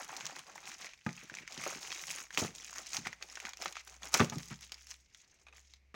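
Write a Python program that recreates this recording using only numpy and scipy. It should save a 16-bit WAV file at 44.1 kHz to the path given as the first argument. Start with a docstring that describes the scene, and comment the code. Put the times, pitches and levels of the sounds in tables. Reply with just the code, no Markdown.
"""Thin shrink-wrap is peeled off a plastic disc case in short tugs, close to a phone in a small carpeted room.
Film: streams of noise-burst creases crinkle, snap, rustle and rip, each ringing at its facet's pitch.
Case: decaying modes and stick-slip noise knock against fingers and palm; late nail taps ring the edge.
Background: shaped noise hisses evenly, and a faint low sine hum rises slowly and comes and goes."""
import sys
import numpy as np
from scipy import signal
from scipy.fft import rfft, irfft
from scipy.io import wavfile

SR = 44100
rng = np.random.default_rng(int(sys.argv[2]) if len(sys.argv) > 2 else 0)


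def unload_wav(signal):
    """Save mono or channel-first audio to the path in sys.argv[1] as 16-bit WAV at rate SR, clipped to [-1, 1]."""
    wavfile.write(
        sys.argv[1],
        SR,
        np.round(np.clip(np.atleast_2d(signal).T, -1, 1) * 32767).astype(np.int16),
    )


N = 262389
TIME = np.arange(N) / SR


def undb(db):
    """Decibels to amplitude gain."""
    return 10 ** (np.asarray(db) / 20)


def unit(x):
    """Scale to an energy of one along the last axis."""
    return x / np.sqrt(np.sum(x ** 2, axis=-1, keepdims=True))


def colour(points, size):
    """Gain of a (frequency [Hz], level [dB]) outline on the bins of a transform."""
    hz, db = np.transpose(points)
    bin_hz = np.fft.rfftfreq(size, 1 / SR) + 1
    return undb(np.interp(np.log(bin_hz), np.log(hz), db))


def causal(gain):
    """Minimum-phase response of a gain: it starts at once and rings after."""
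    cepstrum = irfft(np.log(gain + 1e-6))
    half = cepstrum.shape[-1] // 2
    cepstrum[..., 1:half] *= 2
    cepstrum[..., half + 1:] = 0
    return np.exp(rfft(cepstrum))


def highpass(x, cutoff_hz):
    """Second-order Butterworth high-pass."""
    return signal.sosfilt(signal.butter(2, cutoff_hz, "high", fs=SR, output="sos"), x)


def place(times_s, sounds):
    """Lay short sounds on the time line."""
    out = np.zeros(N)
    starts = (np.maximum(times_s, 0) * SR).astype(int)
    for start, sound in zip(starts, sounds):
        out[start:start + len(sound)] += sound[:max(N - start, 0)]
    return out


def wander(step_s):
    """A random value that drifts linearly to a new place every step."""
    values = rng.standard_normal(1000)
    return np.interp(TIME / step_s, np.arange(len(values)), values)


# film radiation: (frequency [Hz], relative level [dB])
FILM_RADIATION = [(100, -26), (340, 2.5), (540, -2), (800, 1.5), (1400, 0), (2350, 2), (3400, -3.5),
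                  (4500, -3), (5600, 2), (6600, 4), (7800, -7), (10000, -14), (13500, -18.5), (15200, -10)]


def creases(facet_hz, ring_s, width_octaves, ring_db, click, flutter_db, flutter_s, size):
    """One buckling per row: a click, a brief shiver and a flutter of the film, ringing at the facet's pitch."""
    t = np.arange(size) / SR
    bin_hz = np.fft.rfftfreq(size, 1 / SR) + 1
    burst = unit(t * np.exp(-t / ring_s))
    flutter = unit(np.exp(-t / flutter_s) * (1 - t * SR / size))
    shape = burst + undb(flutter_db) * flutter
    shiver = unit(rng.standard_normal((len(facet_hz), size)) * shape)
    shiver[:, int(ring_s * SR)] += click
    # broad hump of the bending sheet, narrow resonance of the facet on top
    octaves = np.log2(bin_hz / facet_hz[:, None])
    hump = 1 / (1 + (octaves / width_octaves) ** 2)
    resonance = undb(ring_db) / (1 + (octaves / 0.05) ** 2)
    response = causal((hump + resonance) * colour(FILM_RADIATION, size))
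    return unit(irfft(rfft(shiver) * response))


def crinkle(level_db, per_s, centre_hz, scatter_octaves, size_spread_db, largest_db, ring_s, width_octaves, size):
    """A random stream of creases, many small and few large, that follows a level in time."""
    count = int(per_s * N / SR)
    when, chance, pitch = rng.random((count, 3)).T
    times_s = (np.arange(count) + 2 * when - 1) / per_s
    raw_db = -size_spread_db * np.log(1 - chance)
    sizes = undb(largest_db * np.tanh(raw_db / largest_db))
    facet_hz = centre_hz * 2 ** (scatter_octaves * (2 * pitch - 1))
    grains = creases(facet_hz, ring_s, width_octaves, ring_db=2, click=.15,
                     flutter_db=-4, flutter_s=.006, size=size)
    return unit(place(times_s, grains * sizes[:, None])) * np.sqrt(N) * undb(level_db)


# tension builds before a tug takes hold and drains after it
TUG_ATTACK_S, TUG_RELEASE_S = 0.013, 0.027


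def tug(start_s, hold_s):
    """Exponential attack, hold and release of one pull, as a gain."""
    early_s = np.maximum(start_s - TIME, 0)
    late_s = np.maximum(TIME - start_s - hold_s, 0)
    return np.exp(-early_s / TUG_ATTACK_S - late_s / TUG_RELEASE_S)


# tugs of the hand on the film:
# (time [s], hold [s], relative crinkle level [dB], slack folds relative to crinkle [dB])
FILM_TUGS = [(0.0, 0.031, -49.5, 1.5), (0.089, 0.23, -53, 3), (0.359, 0.044, -54, 1.5),
             (0.47, 0.24, -58.5, 0.5), (0.648, 0.087, -50.5, -3.5), (0.8, 0.062, -52.5, -1.5),
             (1.077, 0.19, -60.5, -19), (1.299, 0.1, -59.5, -1), (1.509, 0.28, -51, -4),
             (1.6, 0.14, -45.5, -4), (1.814, 0.22, -46.5, -7), (2.08, .13, -45.5, -6),
             (2.337, 0.14, -48.5, -8.5), (2.55, 0.36, -53.5, -10), (2.76, 0.033, -47.5, -1),
             (2.937, 0.031, -43, -4), (3.057, 0.01, -47.5, 1), (3.218, 0.021, -56, -0.5),
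             (3.289, 0.13, -55.5, -6), (3.441, 0.032, -55.5, 7.5), (3.612, 0.058, -46.5, -1),
             (3.871, 0.079, -57.5, -3.5), (4.035, 0.032, -49.5, 0.5), (4.134, 0.097, -42.5, -4),
             (4.317, 0.22, -54, -30), (4.622, 0.012, -50.5, -17), (4.725, 0.0082, -61.5, 0),
             (4.79, 0.056, -59, -31), (4.899, 0.011, -50.5, -12.5), (5.555, 0.023, -59, -8.5)]
# loose film ticks between tugs until the hand lets go
LOOSE_DB, LOOSE_SLACK_DB, LET_GO_S = -67.5, -20.5, 4.95


def effort():
    """Control levels [dB] of taut film and slack folds: tug powers add up over the ticking of the loose film."""
    taut_power = slack_power = 1e-14
    loose = (0, LET_GO_S, LOOSE_DB, LOOSE_SLACK_DB)
    for start_s, hold_s, db, folds_db in [*FILM_TUGS, loose]:
        power = (undb(db) * tug(start_s, hold_s)) ** 2
        taut_power = taut_power + power
        slack_power = slack_power + power * undb(folds_db) ** 2
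    return 10 * np.log10([taut_power, slack_power])


def peeling():
    """Taut film crackles high, its slack folds rustle lower, and the shifting grip bumps softly on the case."""
    pull_db, slack_db = effort()
    taut = crinkle(pull_db - .3, per_s=680, centre_hz=4770, scatter_octaves=1.25, size_spread_db=5.5,
                   largest_db=24.0, ring_s=.0004, width_octaves=1.0, size=512)
    slack = crinkle(slack_db - 2.5, per_s=300, centre_hz=1201, scatter_octaves=1.1, size_spread_db=3.5,
                    largest_db=17.5, ring_s=.0008, width_octaves=0.76, size=768)
    grip = crinkle(slack_db - 14.5, per_s=55, centre_hz=223.8, scatter_octaves=1.0, size_spread_db=2.5,
                   largest_db=17.5, ring_s=0.0049, width_octaves=0.27, size=2048)
    return taut + slack + grip


# hiss spectrum: (frequency [Hz], relative density [dB])
HISS_SPECTRUM = [(40, 16.5), (400, -3), (1500, -10), (2200, 3), (3300, -12.5), (6300, -11.5), (9000, -26),
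                 (16000, -27.5)]
HISS_RMS_DB = -73.5


def hiss():
    """Steady noise shaped by a spectral outline."""
    noise = irfft(rfft(rng.standard_normal(N)) * colour(HISS_SPECTRUM, N), N)
    return undb(HISS_RMS_DB) * unit(noise) * np.sqrt(N)


# low hum: (time [s], RMS level [dB])
HUM_LEVEL = [(0, -93), (2.4, -72.5), (3.75, -72), (4.0, -63), (5.02, -67.5), (5.28, -112), (5.47, -66.5),
             (5.95, -69)]
HUM_START_HZ, HUM_RISE_HZ_PER_S = 50.4, 2.9


def hum():
    """A slowly rising sine that comes and goes."""
    hum_hz = HUM_START_HZ + HUM_RISE_HZ_PER_S * TIME
    phase = 2 * np.pi * np.cumsum(hum_hz) / SR
    level_db = np.interp(TIME, *np.transpose(HUM_LEVEL))
    return np.sqrt(2) * np.sin(phase) * undb(level_db)


# loose film slides over itself: (time [s], length [s], level before swells [dB], fold centre pitch [Hz])
FOLD_SLIDES = [(0.087, 0.098, -62, 1230), (0.455, 0.058, -59, 810), (0.76, .17, -57, 2440),
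               (1.07, 0.23, -62.5, 2220), (1.299, 0.31, -64, 2350), (1.56, 0.73, -61.5, 8900),
               (1.659, .018, -50, 660), (2.8, .26, -57, 4870), (3.32, 0.23, -65.5, 2800),
               (3.743, 0.068, -52.5, 3200), (4.5, .035, -51, 1380), (4.98, 0.51, -71, 5400),
               (5.081, .38, -75, 2580), (5.198, 0.42, -80.5, 433), (5.606, .17, -70, 4630)]
# sliding film catches and frees, so its rustle swells unevenly
UNEVEN_DB, UNEVEN_STEP_S = 2, 0.035


def rustles(count=150):
    """Overlapping soft brushes of fold on fold, each at its own pitch, swell and fade unevenly."""
    out = np.zeros(N)
    for start_s, length_s, db, centre_hz in FOLD_SLIDES:
        along, strength, pitch = rng.random((count, 3)).T
        fold_hz = centre_hz * 2 ** (.7 * (2 * pitch - 1))
        brushes = creases(fold_hz, ring_s=0.003, width_octaves=0.78, ring_db=-1, click=0,
                          flutter_db=-8, flutter_s=0.011, size=1024)
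        gains = undb(30 * strength) * np.sqrt(np.sin(np.pi * along))
        run = place(start_s + length_s * along, brushes * gains[:, None])
        out += unit(run) * np.sqrt(length_s * SR) * undb(db)
    return out * undb(UNEVEN_DB * wander(UNEVEN_STEP_S))


# loudest creases that snap through:
# (time [s], relative level [dB], facet pitch [Hz], facet ring relative to crack [dB])
CREASE_SNAPS = [(0.093, -33, 1010, -11), (0.129, -31, 804, 4), (0.166, -27.5, 4400, -8),
                (0.208, -28.5, 2480, -14), (0.255, -25.5, 5960, -21), (0.266, -24.5, 5550, -13),
                (0.365, -33, 1020, -3), (0.393, -34, 2930, -4), (0.558, -33.5, 880, -6),
                (0.579, -33, 1030, -16), (0.845, -30, 2350, 0), (0.868, -32, 2220, 9),
                (0.935, -36, 2440, 3), (1.064, -24, 1690, 5), (1.091, -29, 2200, -1),
                (1.178, -35, 2500, 18), (1.213, -39, 2450, 14), (1.298, -29.5, 1520, 1),
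                (1.34, -30.5, 1840, 2), (1.351, -30.5, 6150, 4), (1.37, -31, 2290, 11),
                (1.386, -28.5, 2270, 11), (1.477, -28.5, 2230, -2), (1.638, -24.5, 2080, -2),
                (1.664, -22, 556, 1), (2.104, -25, 2420, 2), (2.306, -32, 1610, -4),
                (2.347, -30.5, 5200, -10), (2.3744, -13, 2570, -1.5), (2.646, -31, 6300, -14),
                (2.728, -35.5, 985, -4), (2.783, -26.5, 6600, -21), (2.932, -25, 4500, -19),
                (2.946, -25.5, 5680, -1), (2.968, -18.5, 4700, -3), (3.052, -30, 1920, 9),
                (3.07, -21, 2000, 1.5), (3.129, -28, 1960, 5), (3.225, -26.5, 2400, -16),
                (3.355, -30, 4900, -14), (3.372, -29.5, 1470, 0), (3.401, -29.5, 2370, -15),
                (3.452, -24.5, 2100, -3), (3.492, -30.5, 5200, -27), (3.534, -31, 2350, -2),
                (3.571, -34.5, 5600, -17), (3.621, -25, 4400, -20), (3.658, -19.5, 1265, -12),
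                (3.725, -33, 5040, -15), (3.755, -32, 1960, -1), (3.768, -27, 1300, -12),
                (3.876, -35.5, 6560, -5), (4.032, -30, 3450, -1), (4.141, -8.5, 6000, -22),
                (4.146, -15, 5350, -19), (4.1965, -14, 1510, -9), (4.204, -19, 870, 0),
                (4.298, -26, 6100, -22), (4.383, -31.5, 6200, -17), (4.72, -26.5, 5370, -13),
                (4.743, -34, 5000, 1), (4.87, -38, 6340, -16), (4.912, -30.5, 5200, 0),
                (5.147, -39, 3550, -2), (5.737, -40, 3980, 1)]


def snaps(ring_cycles=1.4):
    """Large creases flip over with a sharp crack, and the freed facet swings for a few cycles."""
    times_s, db, facet_hz, ring_db = np.transpose(CREASE_SNAPS)
    # relative bandwidth grows with facet pitch
    width = 1.15 * (facet_hz[:, None] / 2400) ** 0.3 + 0.12
    cracks = creases(facet_hz, ring_s=0.00036, width_octaves=width, ring_db=-12, click=0.15,
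                     flutter_db=-0.5, flutter_s=0.0028, size=1024)
    cycles = facet_hz[:, None] * TIME[:cracks.shape[1]]
    rings = unit(cycles * np.exp(-cycles / ring_cycles) * np.sin(2 * np.pi * cycles))
    mixed = unit(cracks + rings * undb(ring_db)[:, None])
    return place(times_s, mixed * undb(db + 10.0)[:, None])


# smaller creases follow each snap; levels relative to the snap table
AFTERSHOCK_S, AFTERSHOCK_DB, AFTERSHOCK_FADE_DB = 0.011, -0.5, 9.5


def aftershocks(count=5):
    """A snap unsettles the creases around it: a few smaller ones follow at once, each at its own pitch."""
    times_s, db, facet_hz, _ = np.repeat(CREASE_SNAPS, count, axis=0).T
    wait, pitch = rng.random((len(times_s), 2)).T
    # geometric mean of the snap's pitch and a random one in 1-8 kHz
    tick_hz = facet_hz ** .5 * (1000 * 8 ** pitch) ** .5
    ticks = creases(tick_hz, ring_s=.0004, width_octaves=.7, ring_db=0, click=0,
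                    flutter_db=-8, flutter_s=.003, size=512)
    tick_db = db + AFTERSHOCK_DB - AFTERSHOCK_FADE_DB * wait
    return place(times_s + AFTERSHOCK_S * wait, ticks * undb(tick_db)[:, None])


def blow(modes, contact_hz, scuff_db, scuff_low_hz, scuff_s, size=20000):
    """A stick-slip push rings the modes; a soft contact builds up slowly and leaves the upper ones quiet."""
    t = np.arange(size) / SR
    ring = np.zeros(size)
    # the grip shifts and weights the modes a little at every blow
    for hz, mode_db, t60_s in modes:
        gain = undb(mode_db + rng.standard_normal())
        shifted_hz = hz * (1 + .02 * rng.standard_normal())
        decay = np.exp(-np.log(1000) * t / t60_s)
        ring += gain * decay * np.sin(2 * np.pi * shifted_hz * t) * rng.choice([-1, 1])
    slips = undb(5 * wander(.002)[:size])
    scuff = highpass(rng.standard_normal(size) * slips * np.exp(-t / scuff_s), scuff_low_hz)
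    soft = signal.butter(2, contact_hz, fs=SR, output="sos")
    onset = 1 - np.exp(-t * contact_hz)
    ring, scuff = unit(signal.sosfilt(soft, np.array([ring, scuff]) * onset))
    return unit(ring + undb(scuff_db) * scuff)


SHELL_LOW_HZ = 75  # the small shell cannot radiate deep bass
# hollow case modes: (nominal frequency [Hz], nominal level [dB], T60 [s])
CASE_MODES = [(109.5, 1.5, 0.11), (140, 2.5, 0.16), (171.5, 1, 0.23), (226.4, 5, 0.13), (309, -2, 0.099),
              (381.3, -3.5, 0.09), (466, -11, 0.13), (667, -6.5, 0.071), (849, -0.5, 0.098),
              (1221, 2.5, 0.096), (1715, 2, 0.045), (2228, 5.5, 0.051)]
# knocks on fingers and palm:
# (time [s], relative level [dB], contact hardness [Hz], scuff relative to ring [dB])
CASE_KNOCKS = [(1.063, -29, 900, -9.5), (1.226, -53, 460, 0), (1.309, -51.5, 510, 0), (1.405, -54, 260, 1),
               (1.574, -45.5, 400, -4), (1.664, -37, 1310, 19), (1.755, -48.5, 302, 5),
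               (2.375, -34, 1020, 24), (2.415, -38, 510, 8), (2.421, -31, 503, -4), (2.446, -39, 1300, 12),
               (2.484, -49, 280, -5), (2.983, -43.5, 384, -17), (3.064, -45.5, 700, -11),
               (4.142, -27, 1620, 13), (4.196, -21, 1890, 3), (4.203, -18, 600, -7),
               (4.322, -36.5, 1460, -5), (4.357, -33, 259.7, -10), (4.506, -39, 260, -16),
               (5.942, -43.5, 2070, 2.5)]


def knocks():
    """Fingers and palm move the whole shell, which rings and scuffs."""
    thuds = []
    for _, db, contact_hz, scuff_db in CASE_KNOCKS:
        thud = blow(CASE_MODES, contact_hz, scuff_db, scuff_low_hz=235, scuff_s=0.016)
        thuds.append(thud * undb(db + 25.5))
    return highpass(place([row[0] for row in CASE_KNOCKS], thuds), SHELL_LOW_HZ)


# a tear as a run of tiny breaks: (time [s], length [s], level [dB], facet centre pitch [Hz])
FILM_RIPS = [(2.374, 0.099, -39.5, 5400), (2.966, 0.034, -56, 4540), (4.144, .09, -41, 4050)]


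def rips(count=70):
    """A tear runs along the film as a close string of breaks that weaken as the tension goes."""
    out = np.zeros(N)
    for start_s, length_s, db, centre_hz in FILM_RIPS:
        when, strength, pitch = rng.random((count, 3)).T
        along = (np.arange(count) + when) / count
        facet_hz = centre_hz * 2 ** (1.5 * (2 * pitch - 1))
        breaks = creases(facet_hz, ring_s=0.00042, width_octaves=1.5, ring_db=-26.0, click=0.28,
                         flutter_db=-8.5, flutter_s=0.0032, size=512)
        gains = undb(12.0 * strength - 18 * along)
        run = place(start_s + length_s * along, breaks * gains[:, None])
        out += unit(run) * np.sqrt(length_s * SR) * undb(db)
    return out


# stiff case edge modes: (nominal frequency [Hz], nominal level [dB], T60 [s])
EDGE_MODES = [(1160, -5, 0.073), (2470, 6.5, 0.033), (3770, 2, 0.018), (6400, 7, 0.041)]
# light fingernail catches: (time [s], relative level [dB])
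NAIL_TAPS = [(5.467, -53.5), (5.484, -56), (5.526, -55.5)]


def nail_taps():
    """A fingernail catches lightly on the case and rings only its stiff edge."""
    taps = []
    for _, db in NAIL_TAPS:
        tap = blow(EDGE_MODES, contact_hz=3000, scuff_db=-3, scuff_low_hz=700, scuff_s=0.011)
        taps.append(tap * undb(db + 25.0))
    return highpass(place([row[0] for row in NAIL_TAPS], taps), SHELL_LOW_HZ)


def room(x, wet_db, t60_s, near_db, near_s, size=22050):
    """Quick reflections from case, hands and a cardboard box, plus the short tail of the room."""
    t = np.arange(size) / SR
    near = unit(rng.standard_normal(size) * np.exp(-t / near_s) * (t > .0015))
    tail = unit(rng.standard_normal(size) * np.exp(-np.log(1000) * t / t60_s) * (t > .007))
    reflections = undb(near_db) * near + undb(wet_db) * tail
    return x + signal.fftconvolve(x, reflections)[:N]


def scene():
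    """Film and case in the room, over hiss and hum."""
    film = peeling() + rustles() + snaps() + aftershocks() + rips()
    case = knocks() + nail_taps()
    film = room(film, wet_db=-17.5, t60_s=0.44, near_db=-11.5, near_s=0.0087)
    case = room(case, wet_db=-19.5, t60_s=0.64, near_db=-22.0, near_s=0.036)
    return (film + case + hiss() + hum())[None]


TOP_HZ = 16100


def record(dry):
    """The phone drops the deepest bass and cuts the highest treble."""
    thin = highpass(dry, 40)
    # order 10, 0.2 dB ripple, 70 dB stopband
    return signal.sosfilt(signal.ellip(10, .2, 70, TOP_HZ, fs=SR, output="sos"), thin)


dry = scene()
out = record(dry)
unload_wav(out)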